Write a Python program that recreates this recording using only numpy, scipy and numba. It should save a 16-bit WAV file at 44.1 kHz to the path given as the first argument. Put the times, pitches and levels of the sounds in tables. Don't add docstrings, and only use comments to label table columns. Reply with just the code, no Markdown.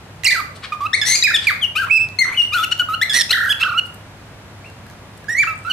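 import sys
import numpy as np
from scipy import signal
from scipy.fft import rfft, irfft, next_fast_len
from scipy.io import wavfile
from scipy.ndimage import uniform_filter1d, map_coordinates
from numba import njit

SR = 44100
rng = np.random.default_rng(int(sys.argv[2]) if len(sys.argv) > 2 else 0)


def attenuation_scalar(level_db):
    decades = np.asarray(level_db, float) / 20
    return 10 ** decades


def digitize_waveform(pressure):
    field = np.atleast_2d(pressure).T
    bounded = np.clip(field, -1, 1)
    quanta = np.round(bounded * 32767).astype(np.int16)
    wavfile.write(sys.argv[1], SR, quanta)


N = 252252

# time in seconds, pitch in Hz, level in dB.
WHISTLES = [
    [(1.612, 3440, -37), (1.63, 3140, -16), (1.647, 2830, -13), (1.657, 2840, -16)],
    [(2.318, 1986, -33), (2.33, 2355, -25.5), (2.339, 2024, -33), (2.347, 2440, -25.5), (2.352, 2950, -35),
     (2.361, 2900, -41), (2.371, 3130, -22)],
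    [(2.373, 3044, -14.5), (2.385, 2920, -16), (2.405, 2829, -6), (2.417, 2881, -12), (2.422, 2754, -27),
     (2.428, 2916, -15), (2.436, 2900, -24)],
    [(2.57, 2960, -37), (2.585, 3480, -23.5), (2.625, 3660, -58)],
    [(5.283, 1595, -26.5), (5.295, 1790, -18.5), (5.315, 1910, -21), (5.336, 1894, -19.5),
     (5.345, 1900, -30)],
]
# time in seconds, pitch in Hz, level in dB, gape in dB.
LONG_WHISTLE = [
    (1.897, 2200, -21, -29),
    (1.906, 2350, -17.5, -46),
    (1.916, 2606, -5, -31.5),
    (1.977, 2629, -8, -15.5),
    (1.987, 2330, -12, -26),
    (1.991, 2600, -17.5, -22),
    (2.004, 2615, -14, -28),
    (2.047, 2612, -21, -24),
    (2.072, 2612, -28.5, -28),
]
# time in seconds, pitch in Hz, level in dB, gape in dB, lift of the upper partials in dB.
TUMBLES = [
    [(.243, 1984, -36, 21, 12), (.252, 2860, -11.5, -24, 4), (.26, 2640, -15.5, 10, -26),
     (.274, 1945, -8.5, -4.5, -2), (.288, 2408, -7, -5, -13), (.3, 2207, -19, -13, -16),
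     (.309, 1752, -15.5, -2, -2), (.318, 2006, -17, -12, -17), (.334, 1995, -7.5, -25, -15)],
    [(1.234, 1930, -10, 15, 5), (1.239, 2517, -11.5, -3, 14.5), (1.246, 2527, -5.5, -4.5, 6),
     (1.265, 2343, -10.5, -41, -10), (1.28, 1622, -19.5, -27, -6), (1.3, 1807, -20, -18, -2),
     (1.312, 1300, -23.5, -54, 4), (1.325, 1950, -18, -35, 0)],
    [(5.346, 1890, -30, -40, 2), (5.353, 1956, -15, -38, -5), (5.362, 2040, -26.5, -25, 1.5),
     (5.385, 2218, -17, -17, 1), (5.4, 2345, -8, -29, 0), (5.416, 2345, -6.5, -27, 0),
     (5.422, 2200, -17.5, -24, -1), (5.436, 1603, -20, -13, -10), (5.446, 1080, -28, 1, -12)],
]
# time in seconds, pitch in Hz, level in dB, gape in dB.
FALLS = [
    [(.72, 1225, -22.5, -4), (.728, 1227, -19.5, -8), (.744, 1192, -27, -26), (.752, 1170, -27, -26)],
    [(.336, 1817, -32, -4), (.355, 1575, -22.5, -37), (.368, 1267, -26.5, -30), (.385, 1375, -26, -48),
     (.408, 1123, -22, 4)],
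    [(1.336, 1785, -18, -33), (1.345, 1843, -12.5, 3), (1.363, 1690, -12.5, 13), (1.37, 1260, -25.5, 16)],
    [(1.469, 2490, -7, -18), (1.49, 2110, -10.5, -12), (1.51, 1257, -21.5, -16), (1.522, 1075, -33, -11)],
    [(1.865, 1627, -23, -45), (1.875, 1218, -50, 4), (1.89, 1260, -29, -7)],
    [(2.187, 2122, -11, 8.5), (2.205, 2159, -18, -5), (2.226, 2054, -6.5, -26), (2.233, 1924, -19, -17),
     (2.246, 1794, -24, -19)],
    [(5.468, 1174, -22, 0), (5.478, 1346, -18.5, -3.5), (5.535, 1252, -30.5, -18)],
]
# time in seconds, pitch in Hz, level in dB, gape in dB.
ARCHES = [
    [(1.752, 1184, -27.5, 10), (1.765, 1254, -14, 8), (1.78, 1502, -19.5, 12), (1.81, 1646, -21, -50),
     (1.835, 1310, -19.5, -65), (1.853, 1410, -23, -55)],
    [(2.52, 1197, -32, -9), (2.535, 1230, -18, 13), (2.55, 1473, -17.5, -6), (2.6, 1264, -20, -59),
     (2.628, 1374, -22, -18), (2.64, 1486, -11, 12.5), (2.652, 1307, -19.5, 17)],
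    [(3.492, 1473, -22, 8), (3.505, 1713, -13, 0.5), (3.522, 1662, -13, 11), (3.53, 1240, -16.5, 14)],
    [(5.648, 1302, -29.5, -10), (5.665, 1347, -26.5, -18), (5.69, 1493, -27, -40), (5.705, 1514, -22.5, 10),
     (5.72, 1400, -13, 17)],
]
# time in seconds, pitch in Hz, level in dB, gape in dB, perhaps lift of the upper partials in dB.
SQUAWKS = [
    [(1.05, 1807, -26.5, -8, -2), (1.07, 1970, -22, -13, 3), (1.1, 2071, -16.5, -3, 3.5),
     (1.14, 2118, -13, -1, -1), (1.15, 2137, -20, 14, -5), (1.157, 2450, -10, 4, -4),
     (1.168, 2280, -26, 20, -21)],
    [(2.712, 1316, -28, 3.3), (2.726, 1484, -9, 13), (2.736, 1330, -29, 22)],
    [(3.129, 1784, -28, -22), (3.145, 1864, -16.5, -9), (3.17, 2010, -11, -13), (3.2, 1868, -13.5, -9),
     (3.212, 1855, -14.5, 4), (3.217, 1720, -8, 6), (3.224, 1670, -25, 7)],
    [(3.293, 1268, -23, 21, -2), (3.304, 1300, -34, 6, 10), (3.309, 1357, -15.5, 8, 4),
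     (3.315, 1450, -16.5, 13, 2), (3.322, 1410, -18, -4, -3)],
    [(3.598, 1240, -36, 15), (3.612, 1338, -19.5, 9.7), (3.622, 1336, -16.5, 9.2)],
]
# time in seconds, centre pitch in Hz, level in dB, gape in dB.
WARBLED = [
    [(3.3225, 1448, -16, 13), (3.331, 1692, -13.5, 7.5), (3.345, 1758, -18.5, -28), (3.36, 1581, -21, -35),
     (3.46, 1658, -18.5, -30), (3.478, 1428, -24, -16), (3.488, 1620, -14, -42)],
    [(3.625, 1288, -18, 9), (3.635, 1405, -10, 13), (3.641, 1497, -25.5, 6), (3.65, 1430, -19, -22),
     (3.69, 1308, -24, -19), (3.75, 1306, -23, -11), (3.773, 1358, -17.5, -14), (3.784, 1476, -11.5, 20),
     (3.799, 1390, -11, 9.5)],
]
# time in seconds, pitch in Hz, level in dB.
FAR_PEEP = [
    (4.642, 2070, -38),
    (4.650, 2640, -40),
    (4.665, 2770, -41.5),
    (4.70, 2690, -52),
]
# left-right in dB, room in dB, breath in dB,
# upper partials against the level in dB.
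MANNER = [(-8, 8, 6.5, -28), (-4.5, -7, -12.5, -7), (-6, -4.5, -5.5, -36), (-3.5, -7, -12, -29),
          (-3.5, -10.5, -15.5, -30), (6, -5, -45, -13.5), (-4.5, -3, -8.5, -15.5), (6, -2, -8, -2.5),
          (7, -3, -23, -29), (-6.5, -5, -14.5, -21.5), (3, -6, -13.5, -22.5), (-6, -6, -11.5, -30),
          (7, -6.5, -20.5, -21.5), (4.5, -5, -10, -25), (-16, -11, -23, -53), (-7, -12.5, -24, -20),
          (5.5, -4, -23, -18), (6, -3.5, -15, -14.5), (6.5, -3.5, -25, -18), (4.5, -7.5, -8, -25),
               (2, 1.5, 0.5, -32), (5, -8, -10.5, -21.5), (3.5, -8.5, -14, -31), (-4, -7, -14.5, -29),
               (3.5, -6.5, -13, -21.5), (-3.5, 3, -11.5, -17.5), (-6, -11, -1.5, -4.5),
               (3, -8.5, 1.5, -16.5), (-4, -3.5, -16, -23.5), (-3.5, -8, -15, -23.5), (-2.5, -1.5, -9, -25),
               (-3.5, -11.5, -22.5, -31), (-5, -6.5, -20, -11.5), (-5, -5, -23, -16),
               (-4.5, -9.5, -18.5, -34), (-5, 2, -16, -26.5)]
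SHRILL_DB = [-4, 2, 7, -5, -1, -7.5, -6, -7, -17, 1.5, 4, 5.5, 5.5, 2.5, 0, 0, 1.5, 7, -4, 6, 1, -8, 4.5, 8,
             8, -2, -2, 1, 13, 11.5, 9, 7, -0.5, -2, 7, 2.5]


def birds():
    mix = np.zeros((2, N))
    song = short_calls() + [shut(whistle) for whistle in WHISTLES] + [LONG_WHISTLE]
    song = song + TUMBLES + FALLS + ARCHES + SQUAWKS + WARBLED
    in_time_order = sorted(song, key=min)
    for rows, manner, shrill_db in zip(in_time_order, MANNER, SHRILL_DB):
        pan_db, room_db, breath_db, harsh_db = manner
        placed(mix, note(rows, breath_db, harsh_db, shrill_db), min(rows)[0], pan_db, room_db)
    peep = note(shut(FAR_PEEP), breath_db=-10.5, harsh_db=-30, shrill_db=-2)
    placed(mix, peep, FAR_PEEP[0][0], pan_db=4.0, room_db=-5)
    return mix


SHUT_DB = -27.5


def shut(rows):
    return [(s, hz, db, SHUT_DB) for s, hz, db in rows]


# start in seconds, length in seconds, pitch in Hz, level in dB, first gape in dB.
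YELPS = [
    (0.234, 0.0071, 2070, -25, -3),
    (1.014, 0.031, 1771, -13, 13.5),
    (1.224, 0.0095, 2025, -10, 17.5),
    (2.795, 0.03, 1496, -8.5, 13),
    (3.095, 0.025, 1762, -14, 18.5),
]
# start in seconds, length in seconds, pitch in Hz, rise in Hz, level in dB.
HOOTS = [
    (0.805, 0.067, 1117, 79.5, -22),
    (2.886, 0.066, 1255, 36.2, -21),
]
# start in seconds, length in seconds, first pitch in Hz, last pitch in Hz, level in dB.
FLICKS = [
    (0.931, .025, 1690, 2268, -16),
    (3.013, 0.024, 1643, 2122, -17),
]


def short_calls():
    calls = []
    for s, long, hz, db, gape_db in YELPS:
        end = (s + long, hz * (1 - 0.07), db - 400 * long, gape_db - 1001 * long)  # fades, shuts in dB a second
        calls.append([(s, hz, db, gape_db), end])
    snap_s, snap_rise = 0.0214, 0.138
    for s, long, hz, rise_hz, db in HOOTS:
        top_hz = hz + rise_hz
        snap = (s + long, top_hz * (1 + snap_rise), db + 2.5, 13)
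        calls.append([(s, hz, db, SHUT_DB), (s + long - snap_s, top_hz, db, SHUT_DB), snap])
    knee_time, knee_rise = 0.69, 0.82
    for s, long, hz, last_hz, db in FLICKS:
        loud_db = db + 5.5
        knee = (s + knee_time * long, hz + knee_rise * (last_hz - hz), loud_db, -7.75)
        calls.append([(s, hz, db, -2), knee, (s + long, last_hz, loud_db, -13.5)])
    return calls


# start in seconds, end in seconds, rate in Hz, depth from 0 to 1, hiss in dB.
RASPS = [
    (1.0535, 1.150, 92, 1, -18.5),
    (3.1275, 3.23, 88, .8, -17.5),
    (4.639, 4.705, 62, 1, -60),
]
# start in seconds, end in seconds, rate in Hz, depth as a share, louder on top in dB.
WARBLES = [
    (3.328, 3.484, 35.3, .16, 1.5),
    (3.633, 3.753, 34.4, 0.11, 2),
]
# frequency in Hz, level in dB.
THROAT = [(4200, 8), (6100, 1), (7700, -2.5), (9500, -1.5), (10800, -11), (12600, -2), (14500, -9),
          (16000, 1)]
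# frequency in Hz, level in dB per Hz.
BEAK = [(1000, -11.5), (2500, 2.5), (4300, -6.5), (9500, -12), (11000, -14), (13000, -9), (16000, -26)]
# frequency in Hz, level in dB per Hz.
GRATE = [(1800, -24), (3200, -13), (3950, -11), (4250, 5), (4600, -11), (9600, -13), (13000, -22)]


def note(rows, breath_db, harsh_db, shrill_db):
    s, *cols = np.transpose(sorted(rows))
    t = np.arange(s[0], s[-1], 1 / SR)
    n = len(t)
    curves = [uniform_filter1d(np.interp(t, s, c), size=130, mode="nearest") for c in cols]
    hz, db, gape_db, *lift = curves
    hz = uniform_filter1d(hz, size=110, mode="nearest")
    harsh_db = harsh_db + sum(lift)
    for start, end, rate_hz, depth, lift_db in WARBLES:
        swing = np.sin(2 * np.pi * rate_hz * (t - start))
        swing = swing * np.clip((end - t) / .004, 0, 1) * (t > start)
        hz = hz * (1 + depth * swing)
        db = db + lift_db * swing

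    first_db = db - 10 * np.log10(1 + attenuation_scalar(gape_db) ** 2)
    second_db = first_db + gape_db
    upper_db = db + harsh_db + 0.31 * gape_db

    choke, grate, calm = np.zeros(n), np.zeros(n), np.ones(n)
    for start, end, rate_hz, depth, hiss_db in RASPS:
        inside = np.clip(np.minimum(t - start, end - t) / .008, 0, 1)
        closed = (.5 + .5 * np.cos(2 * np.pi * rate_hz * (t - start))) ** 2.5
        choke += inside * np.clip(depth, 0, 1) * closed
        grate += inside * attenuation_scalar(hiss_db) * (.4 + .6 * closed)
        calm -= .5 * inside

    hz = hz * (1 - 0.0628 * choke + 0.005 * wobble(n, 271.3))
    turn = 2 * np.pi * np.cumsum(hz) / SR
    ragged = 0.42 * (1 - calm) * wobble(n, 900)
    voice = attenuation_scalar(first_db) * np.sin(turn)
    voice += attenuation_scalar(second_db + 1.5 * wobble(n, 150)) * np.sin(2 * turn + 1 + 2.5 * ragged)

    shrill = [(7000, 0), (11500, shrill_db)]
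    rasped_db = [0, 0, 0, 0, -7, 9] + 7 * [-15]
    for k in range(3, 13):
        level_db = upper_db - 3.5 * (k - 3)
        level_db = level_db + along(THROAT, k * hz) + along(shrill, k * hz)
        level_db = level_db + (1 - calm) * 2 * rasped_db[k] + 4.5 * wobble(n, 84.3)
        shaky = calm * attenuation_scalar(breath_db - 13) * k * wobble(n, 500)
        partial = np.sin(k * (turn + .5 * ragged) + k + shaky)
        voice += attenuation_scalar(level_db) * (k * hz < SR / 2.5) * partial

    hiss_db = breath_db + np.maximum(first_db - 7.5, second_db - 6.5)
    hiss_colour = [(f, level + along(shrill, f)) for f, level in BEAK]
    breath = calm * attenuation_scalar(hiss_db) * noise(hiss_colour, n)[0]
    air = attenuation_scalar(2.5 * wobble(n, 300)) * (breath + grate * noise(GRATE, n)[0])
    voice = np.sqrt(2) * voice * (1 - choke) * attenuation_scalar(1.3 * wobble(n, 130)) + air
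    attack_s, release_s = 0.0025, 0.0016
    return voice * np.clip(np.minimum((t - s[0]) / attack_s, (s[-1] - t) / release_s), 0, 1)


# time in seconds, peak in dB, body in dB.
TICKS = [(2.088, -46, -17), (2.779, -44, -20), (2.792, -35, -17), (3.4597, -40, 4), (3.598, -48, 7),
         (4.7, -52, 1), (4.867, -52, 4), (4.8854, -65, -1), (4.8996, -48.5, 1), (4.911, -55, -8),
         (4.9244, -61, -7), (5.243, -51.5, 8), (5.296, -47, -20), (5.699, -44, -20)]
# time in seconds, peak in dB.
NIBBLES = [(5.557, -33), (5.5714, -48), (5.5786, -33), (5.59, -33), (5.6, -46), (5.609, -46), (5.634, -43),
           (5.6407, -36), (5.65, -40), (5.667, -39)]
# time in seconds, half length in seconds, level in
# dB, treble lift in dB per octave.
SCUFFS = [(0.564, 0.01, -43.5, 8), (0.646, 0.01, -27.5, -1.5), (1.444, 0.016, -31, 3.5),
          (1.872, 0.0093, -32.5, -12), (2.255, .005, -32, -11), (2.297, 0.024, -32, -11.5),
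          (2.339, 0.0035, -34, -8), (2.421, .002, -26, 3.5), (2.716, 0.0034, -28, 6),
          (3.49, 0.004, -36, 10), (3.615, 0.012, -28, 0), (3.636, 0.0022, -24, -3), (3.864, 0.008, -47, 19),
          (3.944, 0.0047, -44, 27), (5.177, 0.002, -45, 18)]
# frequency in Hz, level in dB per Hz.
SCRAPE = [(410, -42.5), (700, -46), (1100, -9.5), (2430, -10), (4180, -10.5), (6840, -30.5), (7990, -23.5),
          (15500, -55)]


def feet():
    mix = np.zeros((2, N))
    t = np.arange(SR // 50) / SR
    crack_colour = [(2000, -29), (4000, 0.0), (8000, -7), (15000, -9.5)]  # Hz, dB per Hz
    for s, db, body_db in TICKS:
        crack = attenuation_scalar(-60 * t / 0.0076) * noise(crack_colour, len(t))[0]
        body = attenuation_scalar(body_db - 60 * t / 0.026) * np.sin(2 * np.pi * 1650 * t)
        placed(mix, attenuation_scalar(db + 12.0) * (crack + body), s, pan_db=3.0, room_db=-3.5)
    for s, db in NIBBLES:
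        click = attenuation_scalar(db - 60 * t / 0.0045) * np.sin(2 * np.pi * 8400 * t)
        placed(mix, click, s, pan_db=11.0, room_db=-5)
    t = np.arange(-.1, .1, 1 / SR)
    for s, half, db, lift_db in SCUFFS:
        colour = [(hz, level + lift_db * np.log2(hz / 2500)) for hz, level in SCRAPE]
        grains = attenuation_scalar(1.7 * wobble(len(t), 655.0)) * noise(colour, len(t))[0]
        swell = np.exp(-(t / half) ** 2 / 2)
        placed(mix, attenuation_scalar(db) * swell * unit(grains), s + t[0], pan_db=5.0, room_db=-4.0)
    return mix


# frequency in Hz, level in dB per Hz.
AIR = [(15, -66), (25, -25), (64, -10.5), (101, -6.5), (140, -8.5), (221, -13.5), (378, -19), (647, -17.5),
       (1230, -21), (2170, -24.5), (10500, -41), (15500, -50)]
# frequency in Hz, likeness from -1 to 1.
ALIKE = [(60, 0.98), (180, 0.94), (550, 0.85), (1650, 0.4), (4970, -0.45), (15000, 0.2)]


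def room_tone():
    m = next_fast_len(N)
    hz = np.fft.rfftfreq(m, 1 / SR)
    spread = np.arccos(np.clip(along(ALIKE, hz), -1, 1)) / 2
    spectra = rfft(noise(AIR, N, channels=2), m)
    mid, side = irfft(spectra * [np.cos(spread), np.sin(spread)], m)[:, :N]
    air = attenuation_scalar(-40.0 + 0.14 * wobble(N, 0.22)) * unit(np.array([mid + side, mid - side]))
    hum_hz = 99.6 + 3.07 * wobble(N, 2.3)
    hum = attenuation_scalar(-43.0 + 0.71 * wobble(N, 6.7)) * np.sin(2 * np.pi * np.cumsum(hum_hz) / SR)
    whine = attenuation_scalar(-80 + 2.5 * wobble(N, 12)) * np.sin(2 * np.pi * 9464 * np.arange(N) / SR)
    return air + hum + whine + jolt()


def jolt():
    middle_s, half_s, level_db = 2.568, 0.0034, -24
    late = (np.arange(N) / SR - middle_s) / half_s
    return attenuation_scalar(level_db) * 4 * late * np.exp(-8 * late ** 2) * [[1], [-1]]


def placed(mix, x, s, pan_db, room_db):
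    m = next_fast_len(len(x) + 64)
    side = np.array([[.5], [-.5]]) * pan_db
    lead = 16 / SR
    lag = lead - side * 4e-6
    delay = np.exp(-2j * np.pi * np.fft.rfftfreq(m, 1 / SR) * lag)
    direct = irfft(rfft(x, m) * attenuation_scalar(side) * delay, m)
    add(mix, direct, s - lead)
    add(mix, attenuation_scalar(room_db) * echoes(x), s)


# frequency in Hz, time to fall by 60 dB in seconds.
ROOM = [(1000, 0.54), (3000, 0.38), (6000, 0.38), (12000, 0.34)]


def echoes(x):
    hz, t, z = signal.stft(rng.standard_normal((2, SR * 3 // 5)), SR, nperseg=256)
    decay = attenuation_scalar(-60 * t / along(ROOM, hz)[:, None])
    tail = signal.istft(z * decay, SR, nperseg=256)[1]
    tail = tail * np.clip(np.arange(tail.shape[1]) / SR / .012, 0, 1)
    return signal.fftconvolve(x[None], tail / np.linalg.norm(tail[0]), axes=1)


def add(mix, x, s):
    space = mix[:, round(s * SR):][:, :x.shape[1]]
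    space += x[:, :space.shape[1]]


def noise(spectrum, n, channels=1):
    m = next_fast_len(n + 8192)
    gain = attenuation_scalar(along(spectrum, np.fft.rfftfreq(m, 1 / SR)))
    white = rng.standard_normal((channels, m))
    return unit(irfft(rfft(white) * gain, m)[:, :n])


def wobble(n, rate):
    knots = rng.standard_normal(int(n * rate / SR) + 4)
    return map_coordinates(knots, [np.arange(n) * rate / SR])


def along(points, hz):
    f, v = np.transpose(points)
    return np.interp(np.log(hz + 1), np.log(f + 1), v)


def unit(x):
    return x / np.sqrt(np.mean(x ** 2) + 1e-20)


def scene():
    return birds() + feet() + room_tone()


@njit
def follow(level, attack, release):
    held, now = np.empty_like(level), 0.
    for i in range(len(level)):
        speed = attack if level[i] > now else release
        now += speed * (level[i] - now)
        held[i] = now
    return held


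def top_cut(x):
    return signal.sosfilt(signal.butter(12, 15610, fs=SR, output="sos"), x)


def record(dry):
    attack_s, release_s = .0015, .016
    level = follow(np.abs(dry).max(axis=0), 1 / (attack_s * SR), 1 / (release_s * SR))
    ducked = dry * np.minimum(1, attenuation_scalar(-7.5) / (level + 1e-9)) ** .9
    rounded = ducked / (1 + np.abs(ducked / .9) ** 6) ** (1 / 6)
    treble_cut = signal.cheby2(12, 50, 16000, fs=SR, output="sos")
    finished = signal.sosfiltfilt(treble_cut, rounded)
    return top_cut(finished)


dry = scene()
out = record(dry)
digitize_waveform(out)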